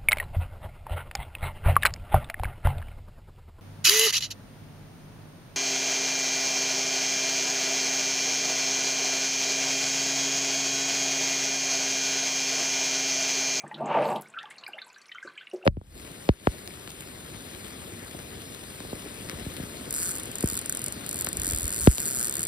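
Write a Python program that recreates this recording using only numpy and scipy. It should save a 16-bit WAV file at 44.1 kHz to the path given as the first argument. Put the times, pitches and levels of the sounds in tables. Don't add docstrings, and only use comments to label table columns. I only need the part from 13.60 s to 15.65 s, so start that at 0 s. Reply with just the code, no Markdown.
import sys
import numpy as np
from scipy import signal
from scipy.fft import rfft, irfft, next_fast_len
from scipy.io import wavfile

SR = 44100
rng = np.random.default_rng(int(sys.argv[2]) if len(sys.argv) > 2 else 0)


def to_wav(s):
    ch = np.atleast_2d(s).T
    pcm = np.round(np.clip(ch, -1, 1) * 32767)
    wavfile.write(sys.argv[1], SR, pcm.astype(np.int16))


N = 90404
TIME_S = np.arange(N) / SR

# (frequency [Hz], gain [dB])
FLOOR_SPECTRUM = [(25, -26.5), (60, -10), (120, -28.5), (200, -14.5), (400, -1), (800, -7), (1300, 0),
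                  (2500, -1.5), (4000, -10), (6000, -17), (10000, -20), (15000, -30)]
# (time [s], level [dB])
WASH_LEVELS = [(0, -59.5), (.65, -62.5), (1.05, -59.5), (1.3, -67.5), (1.5, -72)]
# (frequency [Hz], gain [dB])
WASH_SPECTRUM = [(50, -30), (100, -10), (150, -1), (400, -1), (700, 3), (1200, 0.5), (2500, -23),
                 (6000, -54)]
# (delay [s], gain [ratio])
ECHOES = [(.0021, -0.088), (.0037, 0.041), (.0058, 0.088), (.0079, -0.0063)]
# (frequency [Hz], T60 [s])
ROOM_T60 = [(150, 0.5), (600, 0.3), (2500, 0.2), (8000, 0.17), (15000, 0.11)]
# (frequency [Hz], gain [dB])
SIDE_SPECTRUM = [(100, -47.5), (700, -67.5), (1400, -38), (2800, -34), (5500, -24.5), (10000, -21)]

# (time [s], ring level [dB], ring decay [s], thud centre [Hz], thud level [dB], thud decay [s])
KNOCKS = [(.038, -65, 0.0074, 740, -31.5, 0.0074), (1.082, -57, .012, 310, -54, 0.018),
          (1.648, -41.5, 0.0066, 392, -38.5, 0.0093), (1.672, -60, 0.033, 215, -45.5, 0.0067),
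          (1.932, -33, 0.03, 455, -34.5, 0.022)]
# (frequency [Hz], gain [dB], share of ring decay [ratio])
KNOCK_MODES = [(366.6, 1.5, 1), (579, -7.5, 0.21), (780, -9, 0.14), (241, -16.5, .5)]

# (time [s], table rumble [dB], hollow body [dB], grit [dB])
SLIDE_LEVELS = [(.03, -74, -61.5, -94), (.042, -43.5, -47.5, -82), (.075, -51.5, -65, -90),
                (.115, -68, -55.5, -63), (.145, -51.5, -59.5, -80.5), (.185, -43.5, -53, -56),
                (.22, -41.5, -34.5, -61), (.25, -34.5, -37, -54.5), (.298, -42.5, -30, -39.5),
                (.31, -40, -26, -40), (.34, -44.5, -29, -35.5), (.358, -39.5, -18, -36),
                (.402, -33, -31, -39), (.44, -42.5, -32, -37.5), (.462, -42, -31, -45),
                (.51, -38, -29, -42.5), (.572, -39.5, -33.5, -59), (.6, -48.5, -44.5, -60),
                (.65, -75, -71, -78), (.72, -79, -88, -100)]
# (frequency [Hz], gain [dB])
RUMBLE_SPECTRUM = [(30, -45.5), (65, -38), (100, -16), (125, -9), (148, 8), (178, -6.5), (208, 4.5),
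                   (280, -4), (345, 0), (410, -9.5), (700, -15), (2000, -72)]
# (frequency [Hz], bandwidth [Hz], gain [dB])
BODY_MODES = [(468.6, 30, -3.5), (589, 51, -3), (658, 75, -4.5), (747, 56, -1.5), (811, 20, -0.5),
              (882, 45, -1.5), (1016, 234, -10.5), (1177, 57, -8.5)]
# (frequency [Hz], gain [dB])
BODY_SPECTRUM = [(60, -60.5), (200, -3), (420, -5.5), (600, -4.5), (1000, -2.5), (1250, -6), (1500, 0.5),
                 (3000, -17)]
# (frequency [Hz], gain [dB])
GRIT_SPECTRUM = [(100, -59), (600, -33), (1300, 6.5), (2000, 0.5), (2750, 1.5), (3400, -11), (4400, -19.5),
                 (5500, -29.5), (10000, -40), (16000, -74)]
# (time [s], level [dB])
HISS_LEVELS = [(.33, -76.5), (.41, -64.5), (.46, -51), (.5, -53.5), (.57, -57), (.6, -75), (.64, -72),
               (.72, -80.5)]
# (frequency [Hz], gain [dB])
HISS_SPECTRUM = [(3000, -15), (4500, 3.5), (5800, -11), (8000, -1.5), (11500, -6.5), (15000, -7)]
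# (time [s], pitch [Hz], level [dB])
GROAN_TRACK = [(.18, 591.7, -50), (0.219, 657.7, -29.5), (0.244, 713.3, -41), (0.327, 820, -54),
               (0.358, 807.2, -29.5), (0.384, 611.3, -24), (0.4, 591, -20.5), (.44, 587, -30),
               (.48, 556, -33.5), (.55, 576, -89)]

# (time [s], trickle [dB], foam [dB])
TRICKLE_FOAM_LEVELS = [(0, -65, -70), (.6, -61.5, -78.5), (.71, -71, -67.5), (.82, -55.5, -81.5),
                       (.95, -55.5, -73), (1.22, -65.5, -66.5), (1.4, -60, -67.5), (1.47, -63.5, -65),
                       (1.56, -64, -67.5), (1.68, -54.5, -80.5), (1.83, -61.5, -64.5), (2.05, -82, -82.5)]
# (time [s], centre [Hz], level [dB], width [octaves], decay [s])
SPLATS = [(.007, 6850, -35, 0.21, 0.0012), (.078, 8260, -47, 0.16, 0.0033),
          (.112, 2300, -40.5, 0.17, 0.0036), (.143, 3470, -35.5, 0.27, 0.0073),
          (0.257, 7120, -44, 0.18, 0.0067), (.453, 3900, -39, 0.22, 0.0053),
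          (0.559, 3200, -36.5, 0.43, 0.0073), (0.56, 10500, -46.5, 0.2, 0.0045),
          (.611, 11700, -33.5, 0.26, 0.0022), (0.62, 9500, -37, 1, 0.0025),
          (0.684, 8500, -46.5, 0.2, 0.0024), (0.739, 2570, -43.5, 0.15, 0.0056),
          (0.787, 3150, -32, 0.3, 0.0076), (.829, 4570, -43.5, 0.79, 0.0026),
          (.855, 3140, -36.5, 0.23, 0.0024), (.902, 8300, -49.5, 0.34, 0.012),
          (.906, 2310, -48.5, 0.89, 0.013), (0.982, 5670, -48, 0.42, 0.0051),
          (1.037, 4100, -38.5, 0.15, 0.0037), (1.064, 4570, -37, 0.15, 0.0033),
          (1.078, 9700, -43.5, 0.43, 0.005), (1.217, 4080, -36, 0.11, 0.0054),
          (1.265, 10700, -48, 0.091, 0.004), (1.300, 4560, -48, 0.13, 0.0027),
          (1.33, 6780, -45.5, 0.09, 0.0017), (1.33, 11100, -58, 0.25, 0.0018),
          (1.245, 7600, -55.5, 0.16, 0.0075), (1.343, 3950, -49, 0.32, 0.0063),
          (1.383, 5960, -50.5, 0.05, 0.0047), (1.456, 3870, -50, 0.62, 0.0059),
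          (1.517, 2963, -36, 0.39, 0.0046), (1.626, 6510, -57.5, .4, 0.036),
          (1.672, 4140, -50.5, 0.13, 0.016), (1.913, 5560, -51.5, 0.11, 0.0041),
          (1.934, 6800, -55, 1, 0.0091), (1.959, 5120, -52.5, 0.3, 0.0053), (1.415, 5900, -50, 0.54, .004),
          (1.81, 3070, -47.5, 0.25, 0.014)]
# (time [s], pitch [Hz], level [dB], decay [s], glide [octaves/s])
BUBBLES = [(.002, 2296, -36.5, 0.0077, 3.5), (0.063, 1717, -39, 0.0062, 8), (.112, 1816, -31, 0.0043, 8),
           (.113, 877, -37.5, 0.021, -1.5), (0.171, 1378, -47, 0.022, 1), (0.628, 1456, -50.5, 0.027, 1),
           (.657, 2126, -46.5, 0.0064, 17), (.738, 1387, -42.5, 0.049, 5), (0.765, 1630, -33, 0.0042, -6),
           (.771, 1350, -26, 0.0076, -0.5), (0.784, 2805, -39, .005, 9.5), (0.809, 1720, -38, 0.0059, 14),
           (0.83, 1677, -34.5, 0.0043, -3), (.835, 845, -42.5, 0.021, 1), (.907, 2022, -38.5, 0.01, 9),
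           (0.981, 4304, -40.5, 0.0089, 2), (1.037, 2660, -31, .003, 19.5),
           (1.064, 2220, -28.5, 0.0034, 14), (1.078, 1444, -29, 0.0016, 35),
           (1.086, 737, -33.5, 0.0035, 21), (1.132, 2662, -29.5, 0.0048, 16.5),
           (1.142, 612, -43.5, 0.016, 7), (1.166, 676, -43, 0.014, 34.5), (1.181, 1884, -33, 0.0076, 30),
           (1.187, 3520, -34.5, 0.0033, 10), (1.219, 3695, -39, 0.0073, -4.5),
           (1.216, 1570, -43.5, 0.0079, -3.5), (1.265, 971, -47, .022, 1), (1.300, 2360, -50.5, 0.015, 8.5),
           (1.36, 1600, -48, .013, 0.5), (1.414, 4450, -46.5, 0.0056, 1.5), (1.493, 2190, -33, 0.0019, 13),
           (1.515, 1837, -32.5, 0.0033, 10), (1.52, 3080, -36.5, 0.0046, 1), (1.548, 1383, -38.5, 0.018, 3),
           (1.554, 3054, -45, 0.012, 3), (1.583, 2130, -32.5, 0.0046, -1), (1.627, 1542, -32.5, 0.0049, 13),
           (1.674, 1450, -34, 0.0059, 13.5), (1.774, 2273, -40, 0.018, 15), (1.777, 2993, -40, 0.009, 4),
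           (1.809, 1504, -43.5, 0.013, 15), (1.868, 2026, -36.5, .005, 18.5), (1.87, 2740, -34, 0.0024, 10),
           (1.913, 2800, -38, 0.0019, 8), (2.014, 1360, -47, 0.0085, 11), (2.026, 2640, -44, 0.0058, 11),
           (2.038, 670, -38, 0.0069, 19)]

BUBBLE_RISE_S, TICK_RISE_S, KNOCK_RISE_S = 0.0017, 0.0007, 0.0025


def amp(db):
    return 10 ** (np.asarray(db) / 20)


def unit_rms(x):
    return x / np.sqrt(np.mean(x ** 2) + 1e-20)


def curve_at(points, hz):
    points_hz, values = np.transpose(points)
    return np.interp(np.log(hz + 1), np.log(points_hz), values)


def envelopes(table):
    times_s, *columns_db = np.transpose(table)
    return [amp(np.interp(TIME_S, times_s, db)) for db in columns_db]


def colour(x, spectrum):
    size = next_fast_len(len(x) + 4096)
    gain = amp(curve_at(spectrum, np.fft.rfftfreq(size, 1 / SR)))
    return irfft(rfft(x, size) * gain, size)[:len(x)]


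def add(mix, start_s, sound):
    part = mix[max(round(start_s * SR), 0):][:len(sound)]
    part += sound[:len(part)]


def ring(hz, decay_s, rise_s, octaves_per_s=0, shape=1.18):
    t = TIME_S[:int(7 * decay_s * SR) + 256]
    cycles = np.cumsum(hz * 2 ** np.minimum(octaves_per_s * t, 1)) / SR
    onset = 1 - np.exp(-(t / rise_s) ** 2)
    fade = np.exp(-(t / (decay_s + rise_s)) ** shape)
    return onset * fade * np.sin(2 * np.pi * cycles)


def puff(hz, octaves, decay_s, rise_s=TICK_RISE_S):
    t = TIME_S[:4096]
    bins_hz = np.fft.rfftfreq(len(t), 1 / SR) + 1
    band = 1 / (1 + (np.log2(bins_hz / hz) / octaves) ** 4)
    noise = unit_rms(irfft(band * np.exp(2j * np.pi * rng.random(len(bins_hz)))))
    return noise * (1 - np.exp(-t / rise_s)) * np.exp(-t / decay_s)


def swarm(grain, low_hz, high_hz, per_s, spread_db, pitches=36):
    out = np.zeros(N)
    for hz in np.geomspace(low_hz, high_hz, pitches) * rng.uniform(0.88, 1.04, pitches):
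        births = rng.random(N) < per_s / pitches / SR
        sizes = amp(spread_db * np.minimum(rng.exponential(1, N), 3))
        out += signal.oaconvolve(births * sizes, grain(hz))[:N]
    return unit_rms(out)


def background(floor_db=-64.5):
    floor = unit_rms(colour(rng.standard_normal(N), FLOOR_SPECTRUM))
    wash = unit_rms(colour(rng.standard_normal(N), WASH_SPECTRUM))
    return amp(floor_db) * floor + envelopes(WASH_LEVELS)[0] * wash


def room_tail(x, build_s=0.0031):
    hz, t, noise = signal.stft(rng.standard_normal(SR), SR, nperseg=256)
    fade = amp(-60 * t / curve_at(ROOM_T60, hz)[:, None])
    tail = signal.istft(noise * fade, SR, nperseg=256)[1]
    tail *= np.minimum(np.arange(len(tail)) / SR / build_s, 1)
    return signal.fftconvolve(x, tail / np.linalg.norm(tail))[:N]


def reflect(x):
    out = x.copy()
    for delay_s, gain in ECHOES:
        add(out, delay_s, gain * x)
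    return out


def knocks(thud_octaves=0.57):
    out = np.zeros(N)
    for start_s, ring_db, decay_s, thud_hz, thud_db, thud_decay_s in KNOCKS:
        for hz, mode_db, share in KNOCK_MODES:
            mode = ring(hz, decay_s * share, KNOCK_RISE_S, shape=2.8)
            add(out, start_s, amp(ring_db + mode_db) * mode)
        add(out, start_s, amp(thud_db) * puff(thud_hz, thud_octaves, thud_decay_s, KNOCK_RISE_S))
    return out


def stick_slip(per_s=190, jitter=0.45, spread_db=2):
    gap_draws, size_draws = rng.standard_normal((900, 2)).T
    at = (np.cumsum(np.exp(jitter * gap_draws)) / per_s * SR).astype(int)
    slips = np.zeros(N)
    slips[at[at < N]] = amp(spread_db * np.clip(size_draws[at < N], -2, 2))
    return slips


def hollow_body(friction):
    t = TIME_S[:SR // 8]
    response = np.zeros(len(t))
    for k, (hz, width_hz, db) in enumerate(BODY_MODES):
        envelope = amp(db) * width_hz * np.exp(-np.pi * width_hz * t)
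        response += (-1) ** k * envelope * np.sin(2 * np.pi * hz * t)
    return unit_rms(colour(signal.oaconvolve(friction, response)[:N], BODY_SPECTRUM))


def slide(rub_db=-2, grit_decay_s=0.0047):
    slips = stick_slip()
    friction = unit_rms(slips - slips.mean()) + amp(rub_db) * rng.standard_normal(N)
    rumble = unit_rms(colour(friction, RUMBLE_SPECTRUM))
    body = hollow_body(friction)
    pulses = signal.oaconvolve(slips, np.exp(-TIME_S[:SR // 8] / grit_decay_s))[:N]
    grains = rng.standard_normal(N) * (1.4 + unit_rms(pulses))
    grit = unit_rms(colour(grains, GRIT_SPECTRUM))
    crackle = swarm(lambda hz: puff(hz, octaves=0.12, decay_s=0.0036),
                    low_hz=3890, high_hz=14080, per_s=2000, spread_db=6.5)
    hiss = unit_rms(colour(unit_rms(reflect(crackle)) + 0.5 * unit_rms(grains), HISS_SPECTRUM))
    rumble_gain, body_gain, grit_gain = envelopes(SLIDE_LEVELS)
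    hiss_gain = envelopes(HISS_LEVELS)[0]
    return rumble_gain * rumble + body_gain * body + grit_gain * grit + hiss_gain * hiss


def groan(waver_octaves=0.0584, judder_depth=0.56):
    times_s, hz, db = np.transpose(GROAN_TRACK)
    slow = [(120, -6.5), (300, -34.5), (900, -70)]  # (frequency [Hz], gain [dB])
    waver, judder = (unit_rms(colour(noise, slow)) for noise in rng.standard_normal((2, N)))
    cycles = np.cumsum(np.interp(TIME_S, times_s, hz) * 2 ** (waver_octaves * waver)) / SR
    tone = unit_rms((1 + judder_depth * judder) * np.sin(2 * np.pi * cycles))
    return amp(np.interp(TIME_S, times_s, db, left=-np.inf, right=-np.inf)) * tone


def trickle_and_foam(decay_cycles=8.1, rise_cycles=2):
    trickle = swarm(lambda hz: ring(hz, decay_cycles / hz, rise_cycles / hz),
                    low_hz=1161, high_hz=3434, per_s=480, spread_db=5.5)
    foam = swarm(lambda hz: puff(hz, octaves=0.16, decay_s=0.0041),
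                 low_hz=3840, high_hz=11400, per_s=260, spread_db=11)
    trickle_gain, foam_gain = envelopes(TRICKLE_FOAM_LEVELS)
    return trickle_gain * trickle + foam_gain * foam


def splats():
    out = np.zeros(N)
    for start_s, hz, db, octaves, decay_s in SPLATS:
        add(out, start_s, amp(db) * puff(hz, octaves, decay_s))
    return out


def bubbles(splash_db=-6, splash_octaves=0.2):
    out = np.zeros(N)
    for start_s, hz, db, decay_s, octaves_per_s in BUBBLES:
        add(out, start_s, amp(db) * ring(hz, decay_s, BUBBLE_RISE_S, octaves_per_s))
        add(out, start_s, amp(db + splash_db) * puff(hz, splash_octaves, decay_s, BUBBLE_RISE_S))
    return out


def scene(low_cut_hz=170, water_room_db=-11, knock_room_db=-12, scrape_room_db=-18.5):
    ambience = background()
    scrape = slide() + groan()
    low_cut = signal.butter(2, low_cut_hz, "high", fs=SR, output="sos")
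    water = signal.sosfilt(low_cut, reflect(bubbles() + splats() + trickle_and_foam()))
    bumps = signal.sosfilt(low_cut, knocks())
    send = amp(water_room_db) * water + amp(knock_room_db) * bumps + amp(scrape_room_db) * scrape
    mid = ambience + room_tail(send) + bumps + scrape + water
    side = colour(room_tail(mid), SIDE_SPECTRUM)
    return np.array([mid + side, mid - side])


def record(dry, cutoff_hz=16000):
    low_pass = signal.firwin(255, cutoff_hz, window=("kaiser", 9), fs=SR)
    return signal.oaconvolve(dry, low_pass[None], "same")


dry = scene()
out = record(dry)
to_wav(out)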